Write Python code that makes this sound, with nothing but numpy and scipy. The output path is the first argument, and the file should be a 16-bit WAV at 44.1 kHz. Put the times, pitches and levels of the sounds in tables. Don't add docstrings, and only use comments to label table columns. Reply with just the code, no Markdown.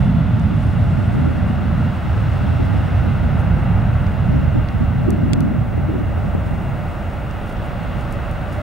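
import sys
import numpy as np
from scipy import signal
from scipy.fft import rfft, irfft, next_fast_len
from scipy.io import wavfile
from scipy.ndimage import uniform_filter1d

SR = 44100
rng = np.random.default_rng(int(sys.argv[2]) if len(sys.argv) > 2 else 0)


def file_out(sig):
    cols = np.atleast_2d(sig).T
    lim = np.clip(cols, -1, 1)
    pcm = np.round(lim * 32767).astype(np.int16)
    wavfile.write(sys.argv[1], SR, pcm)


N = 380141
TIME = np.arange(N) / SR


# t/s, level/dB, upper rumble relative to it/dB
BUFFET_CURVE = [(0, -14, -2), (.2, -14.5, 2.5), (.55, -15.5, -3), (.88, -15, -6), (1.25, -17, -6.5),
                (1.45, -17.5, -0.5), (1.7, -17, -1.5), (1.87, -17, 1), (2.1, -19, -15), (2.65, -15, -16),
                (3.2, -17, -11.5), (3.7, -15, -6.5), (4.2, -17, -5.5), (4.52, -15.5, -11.5),
                (4.85, -17.5, -5.5), (5.3, -18, -8), (5.7, -18.5, -10.5), (6.1, -21, -15), (6.3, -20, -9),
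                (6.7, -22, -4), (6.95, -27, -7.5), (7.5, -28.5, 0), (8.1, -25.5, -7), (8.62, -27, -10)]
BUFFET_SPECTRUM = [(10, -41), (25, -28), (42, -21), (65, -3.5), (88, 0.6), (125, -3.5), (175, -8.5),
                   (235, -16.5), (310, -32.5), (450, -48.5), (1000, -44), (3000, -110)]
# centre t/s, length/s, depth/dB
WIND_LULLS = [(1.982, 0.057, 6), (4.68, 0.051, 8), (5.033, .04, 0), (5.483, 0.055, 7.5), (5.69, 0.046, 4.5),
              (6.846, 0.051, 1.5), (7.48, .04, 1)]
# t/s, level/dB
EDDY_CURVE = [(0, -27), (.75, -28), (1.15, -20.5), (1.95, -28), (2.65, -22), (3.1, -23.5), (4.1, -30),
              (4.35, -21.5), (4.7, -27), (5.25, -18.5), (5.65, -23.5), (5.95, -26), (6.65, -26.5),
              (7.15, -36.5), (7.8, -29.5), (8.62, -36)]
EDDY_SPECTRUM = [(15, -31), (50, -19), (100, -3.5), (160, 1), (230, -2.5), (320, -18.5), (450, -20.5),
                 (700, -41), (1500, -60), (4000, -101)]
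# t/s, level/dB, treble relative to it/dB, middle relative to it/dB
ROAR_CURVE = [(0, -32.5, -18, -1), (.45, -33, -18, -0.18), (1.4, -32, -19, .5), (2.45, -31.5, -17, 1.3),
              (3.2, -31, -19.5, .3), (3.8, -30, -22.5, -0.44), (4.3, -32, -20.5, -0.55),
              (4.9, -33, -20.5, -0.12), (5.6, -34, -23, -0.23), (6.3, -32, -24, -1.7),
              (7.3, -32.5, -21, -1.1), (7.85, -31.5, -19.5, -0.89), (8.62, -32, -20, 0.43)]
ROAR_SPECTRUM = [(30, -12.5), (150, 6.5), (320, 2.5), (420, -2.5), (520, -1.5), (610, 0.7), (850, -1.1),
                 (1020, -4.5), (1480, -4.5), (1760, -8.5), (2000, -10.5), (2350, -15), (2780, -14.5),
                 (3100, -20.5), (3800, -25), (4300, -30.5), (6500, -43), (15000, -93)]
# f/Hz, level/dB
SCATTER_TINT = [(300, -2.0), (650, -3.5), (1100, -0.5), (2800, -4.5), (6000, -0.5), (9000, -6), (12000, -22)]
# t/s, level/dB
RUMBLE_CURVE = [(0, -43), (1, -35), (2.5, -39), (4.2, -24), (5.5, -32.5), (6.85, -29.5), (7.5, -29),
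                (7.95, -27.5), (8.62, -29.5)]
RUMBLE_SPECTRUM = [(10, -32), (24, 3), (40, 10), (62, 9.5), (85, 3.5), (140, -14), (400, -55), (1500, -110)]
# t/s, level/dB
RUSH_CURVE = [(0, -58), (.25, -66), (.6, -60.5), (1.1, -60.5), (1.7, -64), (2.2, -59), (2.7, -59.5),
              (3.3, -64), (4.4, -66), (5.6, -70), (6.5, -63.5), (7.5, -65), (8.62, -62)]
RUSH_SPECTRUM = [(2500, -5), (4200, -.5), (5300, 1.5), (6300, -2), (8000, -0.5), (10000, -2.5),
                 (11500, -8.5), (15000, -23)]
# f/Hz, level at the start/dB, blur/Hz, fading/dB per s
BLADE_TONES = [(319.7, -56.5, 8, -1), (566, -60, 50, -2), (598.3, -51, 14, -0.94), (1120, -57, 18, -0.5),
               (1232, -59, 8, -0.3), (1373, -53, 9, 0.5), (1519, -65, 4.4, 2.5), (3520, -66.5, 11, 0.6),
               (3920, -71, 39, 0), (5594, -77.5, 16, 0)]
# t/s, f/Hz, level/dB
FAN_WHINE_CURVE = [(0, 2756, -63), (.5, 2770, -66), (1.0, 2750, -58), (1.7, 2780, -59), (2.5, 2740, -59),
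                   (3.4, 2738, -60), (4.5, 2766, -55), (5.6, 2760, -64), (6.5, 2756, -61),
                   (8.62, 2780, -61)]
BRIEF_WHINE_CURVE = [(0, 3472, -63), (.2, 3460, -58), (.38, 3480, -65), (1.2, 3465, -68), (2.6, 3465, -75),
                     (4, 3465, -88)]
# t/s, f/Hz, level/dB
HIGH_NOTES_CURVE = [(0, 10400, -89), (.45, 10350, -79), (.68, 10280, -71), (.86, 10100, -80),
                    (.93, 8900, -84), (1.04, 8680, -71), (1.25, 8550, -80), (1.8, 8300, -100)]
SWELLING_CURVE = [(0, 5200, -84), (1.6, 5200, -75), (2.3, 5250, -65), (2.7, 5250, -69.5), (3.4, 5230, -75),
                  (5, 5100, -95)]
# t/s, hiss level/dB, whistle level before a trim/dB
CAMERA_NOISE = [(0, -64, -77), (1.2, -61.5, -76), (2.2, -61, -73), (4, -60.5, -74), (5.6, -61.5, -73),
                (6.8, -59.5, -71), (8.62, -60, -70.5)]
HISS_SPECTRUM = [(1000, -3.5), (6000, 2), (9800, 1), (12000, -1.5), (13500, -1.5), (15700, -3)]
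# t/s, peak of the shell's ring/dB, tilt/dB per octave, f of the spot pressed/Hz
BODY_TICKS = [(0.397, -38, -1, 4800), (.6674, -41, 0, 10500), (4.067, -36, -8, 4750),
              (4.6868, -32, -11, 3900), (5.103, -39, 12, 8700), (5.105, -26, 13, 4560),
              (5.3331, -15, -2, 2560), (5.4053, -30.5, 6, 4750), (7.3108, -37, -4, 5050),
              (7.525, -43, 12, 10000), (7.5674, -37, -14, 2500), (8.3126, -38, 10, 11500)]
# f/Hz, level/dB, t60/s
SHELL_MODES = [(2100, -3, 0.012), (2720, -2, 0.014), (3380, 1.5, 0.015), (4650, 0, 0.011), (5330, -7, .008),
               (5910, -1.5, .013), (6300, -14, 0.025), (7400, -10, 0.013), (8700, -6, 0.014),
               (9180, -4, 0.012), (10300, -7, 0.007), (11400, -7, .008), (12900, -12, .007)]
# start t/s, length/s, level/dB, centre f/Hz, part common to both ports/dB
CASE_PUFFS = [(0.505, 0.04, -23, 240, -10), (0.954, 0.089, -27.5, 230, -12), (1.125, 0.064, -35, 269, -4),
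              (1.256, 0.04, -19, 262, -10), (2.584, 0.042, -20, 278, -11), (4.299, 0.12, -21, 220, -11),
              (4.539, 0.054, -16, 220, -13), (4.796, 0.035, -15, 200, -11), (5.056, 0.092, -20, 271, -2),
              (5.22, 0.097, -21, 215, -2.5), (5.335, 0.064, -22.5, 240, -4), (5.412, 0.069, -19, 205, 1),
              (5.495, 0.093, -25.5, 235, -2), (5.782, 0.05, -25.5, 230, -6),
              (5.873, 0.11, -21.5, 280, -3.5), (5.995, 0.0325, -24, 288, -4), (7.335, .04, -32, 200, -12),
              (8.154, .04, -31, 200, -8)]
# centre t/s, length/s, level/dB
FINGER_RUBS = [(3.40, .025, -57), (6.47, .025, -60), (7.427, .015, -60), (7.497, 0.046, -56),
               (7.66, .028, -57), (8.0, 0.09, -60), (8.13, .028, -54), (8.533, .012, -49.5),
               (8.555, .012, -57)]
RUB_SPECTRUM = [(1500, -30), (5000, 0), (8000, -4), (10300, -2), (12500, -7), (15000, -20)]
# centre t/s, peak of the opposed part/dB
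WHIRL_POPS = [(5.722, -19), (5.779, -12), (6.179, -15), (6.25, -17), (6.351, -8.5)]


def gain_of(db):
    return 10 ** (np.asarray(db) / 20)


def evened(x):
    return x / np.sqrt(np.mean(x ** 2) + 1e-20)


def steadied(x, seconds):
    span = max(int(seconds * SR), 8)
    power = uniform_filter1d(uniform_filter1d(x ** 2, span), span)
    return x / np.sqrt(abs(power) + 1e-9)


def spectrum_at(points, hz):
    f, db = np.transpose(points)
    return np.interp(np.log(hz + 1), np.log(f + 1), db)


def follow(rows, t, axis=1):
    rows = np.asarray(rows)
    return np.interp(t, rows[:, 0], rows[:, axis])


def add(mix, s, sound):
    part = mix[round(s * SR):][:len(sound)]
    part += sound[:len(part)]


def stereo(middle, side):
    return np.array([middle + side, middle - side])


def lean_right(db):
    return gain_of([[-db], [db]])


def steady_noise(spectrum):
    size = next_fast_len(N, real=True)
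    hz = np.fft.rfftfreq(size, 1 / SR)
    white = rfft(rng.standard_normal(size))
    return evened(irfft(white * gain_of(spectrum_at(spectrum, hz)), size)[:N])


def changing_noise(colour, size=2048):
    hop = size // 4
    t = np.arange(N // hop + 5)[:, None] * hop / SR
    hz = np.fft.rfftfreq(size, 1 / SR)
    shape = gain_of(colour(t, hz)) * np.ones_like(t)
    shape /= np.linalg.norm(shape, axis=1, keepdims=True)
    frames = shape * (rng.standard_normal(shape.shape) + 1j * rng.standard_normal(shape.shape))
    return evened(signal.istft(frames.T, nperseg=size, noverlap=size - hop)[1][:N])


def wander(rate):
    knots = np.arange(0, TIME[-1] + 1, 1 / rate)
    return evened(np.interp(TIME, knots, rng.standard_normal(8192)[:len(knots)]))


def surging(per_s, depth_db):
    return depth_db * wander(per_s)


def lulls():
    return sum(depth * np.exp(-((TIME - s) / length) ** 2) for s, length, depth in WIND_LULLS)


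def blurred_tone(turn, blur_hz, direct):
    return evened((direct + wander(blur_hz)) * np.cos(turn) + wander(blur_hz) * np.sin(turn))


def buffet(lean_db=1.3, side_db=-12, neutral_db=-7.0, tilt_share=0.81):
    def colour(t, hz):
        upper = np.interp(hz, [110, 180], [0, 1])
        tilt_db = tilt_share * (follow(BUFFET_CURVE, t, axis=2) - neutral_db)
        return spectrum_at(BUFFET_SPECTRUM, hz) + upper * tilt_db
    common = steadied(changing_noise(colour), 0.12)
    opposed = gain_of(side_db) * steady_noise(BUFFET_SPECTRUM)
    strength_db = follow(BUFFET_CURVE, TIME) + surging(12, 0.85) - lulls()
    return stereo(common, opposed) * gain_of(strength_db) * lean_right(lean_db)


def eddies(trim_db=-2.4, common_db=-5, moderate_db=-26, db_per_octave=19, flutter_db=2.0, lull_share=0.34):
    def colour(t, hz):
        over_db = np.maximum(follow(EDDY_CURVE, t) - moderate_db, -3)
        speed = 2 ** (over_db / db_per_octave)
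        return spectrum_at(EDDY_SPECTRUM, hz / speed)
    flutter = evened(gain_of(flutter_db * wander(70)))
    common = gain_of(common_db) * changing_noise(colour)
    opposed = steadied(changing_noise(colour), 0.051)
    strength_db = follow(EDDY_CURVE, TIME) + surging(12, 1.4) - lull_share * lulls()
    return stereo(common, opposed) * flutter * gain_of(strength_db + trim_db)


def roar(trim_db=2.0, echo_s=0.001463, echo=0.19, echo_dull_hz=3600, scattered_db=-9.0, neutral_db=-21):
    def colour(t, hz):
        treble = np.interp(hz, [2000, 3400], [0, 1])
        middle = np.interp(hz, [750, 1200, 1600, 2500], [0, 1, 1, 0])
        treble_db = treble * (follow(ROAR_CURVE, t, axis=2) - neutral_db)
        middle_db = middle * follow(ROAR_CURVE, t, axis=3)
        return spectrum_at(ROAR_SPECTRUM, hz) + treble_db + middle_db

    def scattered_colour(t, hz):
        return colour(t, hz) + spectrum_at(SCATTER_TINT, hz)
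    jet = changing_noise(colour)
    reflected = signal.filtfilt(*signal.butter(3, echo_dull_hz, fs=SR), jet)
    both_paths = evened(jet + echo * np.interp(TIME - echo_s, TIME, reflected))
    scattered = gain_of(scattered_db) * changing_noise(scattered_colour)
    return stereo(both_paths, scattered) * gain_of(follow(ROAR_CURVE, TIME) + trim_db)


def rumble(side_db=-11, lean_db=2.0):
    common = steadied(steady_noise(RUMBLE_SPECTRUM), 0.11)
    opposed = gain_of(side_db) * steady_noise(RUMBLE_SPECTRUM)
    return stereo(common, opposed) * gain_of(follow(RUMBLE_CURVE, TIME)) * lean_right(lean_db)


def rush(side_db=-8, narrowing_db=-22, shimmer_db=1.3):
    side_spectrum = [(hz, db + narrowing_db * np.interp(hz, [6000, 11000], [0, 1]))
                     for hz, db in RUSH_SPECTRUM]
    common = steady_noise(RUSH_SPECTRUM)
    opposed = gain_of(side_db) * steady_noise(side_spectrum)
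    level_db = follow(RUSH_CURVE, TIME) + shimmer_db * wander(35)
    return stereo(common, opposed) * gain_of(level_db)


def whines(direct=0.68, drift=0.00149):
    out = np.zeros(N)
    shaft_time = np.cumsum(1 + drift * wander(4)) / SR
    for hz, db, blur_hz, fading in BLADE_TONES:
        tone = blurred_tone(2 * np.pi * hz * shaft_time, blur_hz, direct)
        out += gain_of(db - fading * TIME) * tone
    return out


def passing_whine(curve, blur_hz=16, direct=1.1):
    turn = 2 * np.pi * np.cumsum(follow(curve, TIME)) / SR
    return blurred_tone(turn, blur_hz, direct) * gain_of(follow(curve, TIME, axis=2))


def airy_note(curve, width_hz=240, flicker_db=1.6):
    def colour(t, hz):
        return -20 * np.log10(1 + ((hz - follow(curve, t)) / width_hz) ** 2)
    level_db = follow(curve, TIME, axis=2) + flicker_db * wander(18)
    return changing_noise(colour) * gain_of(level_db)


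def electronics(side_db=-28, whistle_trim_db=5.0, blank_share=.24, line_hz=15625, field_hz=50):
    hiss = stereo(steady_noise(HISS_SPECTRUM), gain_of(side_db) * steady_noise(HISS_SPECTRUM))
    field = (TIME * field_hz) % 1 - .5
    scanning = 1 - np.exp(-(2 * field / blank_share) ** 4)
    whistle = evened(scanning * np.sin(2 * np.pi * line_hz * TIME))
    whistle_db = follow(CAMERA_NOISE, TIME, axis=2) + whistle_trim_db
    return hiss * gain_of(follow(CAMERA_NOISE, TIME)) + whistle * gain_of(whistle_db)


def ticks(crack_db=-3, crack_s=0.0016, side_db=-5, tilt_per_octave=20, spot_db=-11, spot_t60=0.015):
    out, t = np.zeros((2, N)), np.arange(SR // 25) / SR
    hz, db, t60 = np.transpose(SHELL_MODES)[:, :, None]
    octaves = np.log2(hz / hz.mean())
    signs = (-1) ** np.arange(len(SHELL_MODES))[:, None]
    softening = signal.butter(4, 14000, fs=SR)

    def snap(band):
        burst = rng.standard_normal(len(t)) * np.exp(-t / crack_s)
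        return evened(signal.lfilter(*band, burst))

    for s, peak_db, tilt, spot_hz in BODY_TICKS:
        crack_hz = np.array([2100, 8500]) * 2 ** (tilt / tilt_per_octave)
        crack_band = signal.butter(4, np.minimum(crack_hz, [7000, 11800]), "bandpass", fs=SR)
        modes = gain_of(db + tilt * octaves - 60 * t / t60) * np.sin(2 * np.pi * hz * t)
        ring = (signs * modes).sum(0)
        low_modes = modes * 2 / (1 + (hz / hz.mean()) ** 4)
        bend = (rng.permutation(signs) * low_modes).sum(0)
        crack = gain_of(crack_db) * ring.std()
        peak = abs(ring).max()
        spot = peak * gain_of(spot_db - 60 * t / spot_t60) * np.sin(2 * np.pi * spot_hz * t)
        common = ring + crack * snap(crack_band) + spot
        opposed = gain_of(side_db) * (bend + crack * snap(crack_band))
        for port, tick in zip(out, signal.lfilter(*softening, stereo(common, opposed))):
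            add(port, s, gain_of(peak_db) * tick / peak)
    return out


def puffs(spread=0.28, attack_s=0.017, release_s=0.046, sag_db=-5, grain_db=1.5, dulling_db_per_octave=30):
    out = np.zeros((2, N))
    size = SR // 2
    t, hz = np.arange(size) / SR, np.fft.rfftfreq(size, 1 / SR)

    def band_noise(band):
        return steadied(evened(irfft(band * rfft(rng.standard_normal(size)), size)), 0.033)

    for s, length, db, centre, common_db in CASE_PUFFS:
        band = np.exp(-.5 * (np.log((hz + 1) / centre) / spread) ** 2)
        both = stereo(gain_of(common_db) * band_noise(band), band_noise(band))
        corners = [0, attack_s, max(length, attack_s), length + release_s]
        envelope = np.interp(t, corners, [0, 1, gain_of(sag_db), 0])
        speed = 2 ** (20 * np.log10(envelope + 0.192) / dulling_db_per_octave)
        whirl_time = np.cumsum(speed) / SR
        lumps = evened(gain_of(grain_db * wander(80)[:size]))
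        for port, whirl in zip(out, both):
            add(port, s, gain_of(db) * envelope * lumps * np.interp(whirl_time, t, whirl))
    return out


def rubs(grain_db=4.5):
    swell = sum(gain_of(db) * np.exp(-2 * ((TIME - s) / length) ** 2) for s, length, db in FINGER_RUBS)
    grains = gain_of(grain_db * wander(500))
    return swell * evened(grains * steady_noise(RUB_SPECTRUM))


def pops(centre_hz=260, common_db=-14):
    out = np.zeros(N)
    for s, peak_db in WHIRL_POPS:
        u = 2 * np.pi * centre_hz * (TIME - s)
        out += gain_of(peak_db) * u * np.exp(.5 * (1 - u ** 2))
    return stereo(gain_of(common_db) * out, out)


def scene():
    wind = buffet() + eddies() + puffs() + pops()
    tones = whines() + passing_whine(FAN_WHINE_CURVE) + passing_whine(BRIEF_WHINE_CURVE)
    airy_notes = airy_note(HIGH_NOTES_CURVE) + airy_note(SWELLING_CURVE)
    engines = roar() + rumble() + rush() + tones + airy_notes
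    camera = electronics() + ticks() + rubs()
    return engines + wind + camera


def record(dry, edge_hz=15760):
    ends = signal.windows.tukey(N, .001)
    lowpass = signal.firwin(2047, edge_hz, window=("kaiser", 9), fs=SR)
    return signal.oaconvolve(dry * ends, lowpass[None], "same", axes=1)


dry = scene()
out = record(dry)
file_out(out)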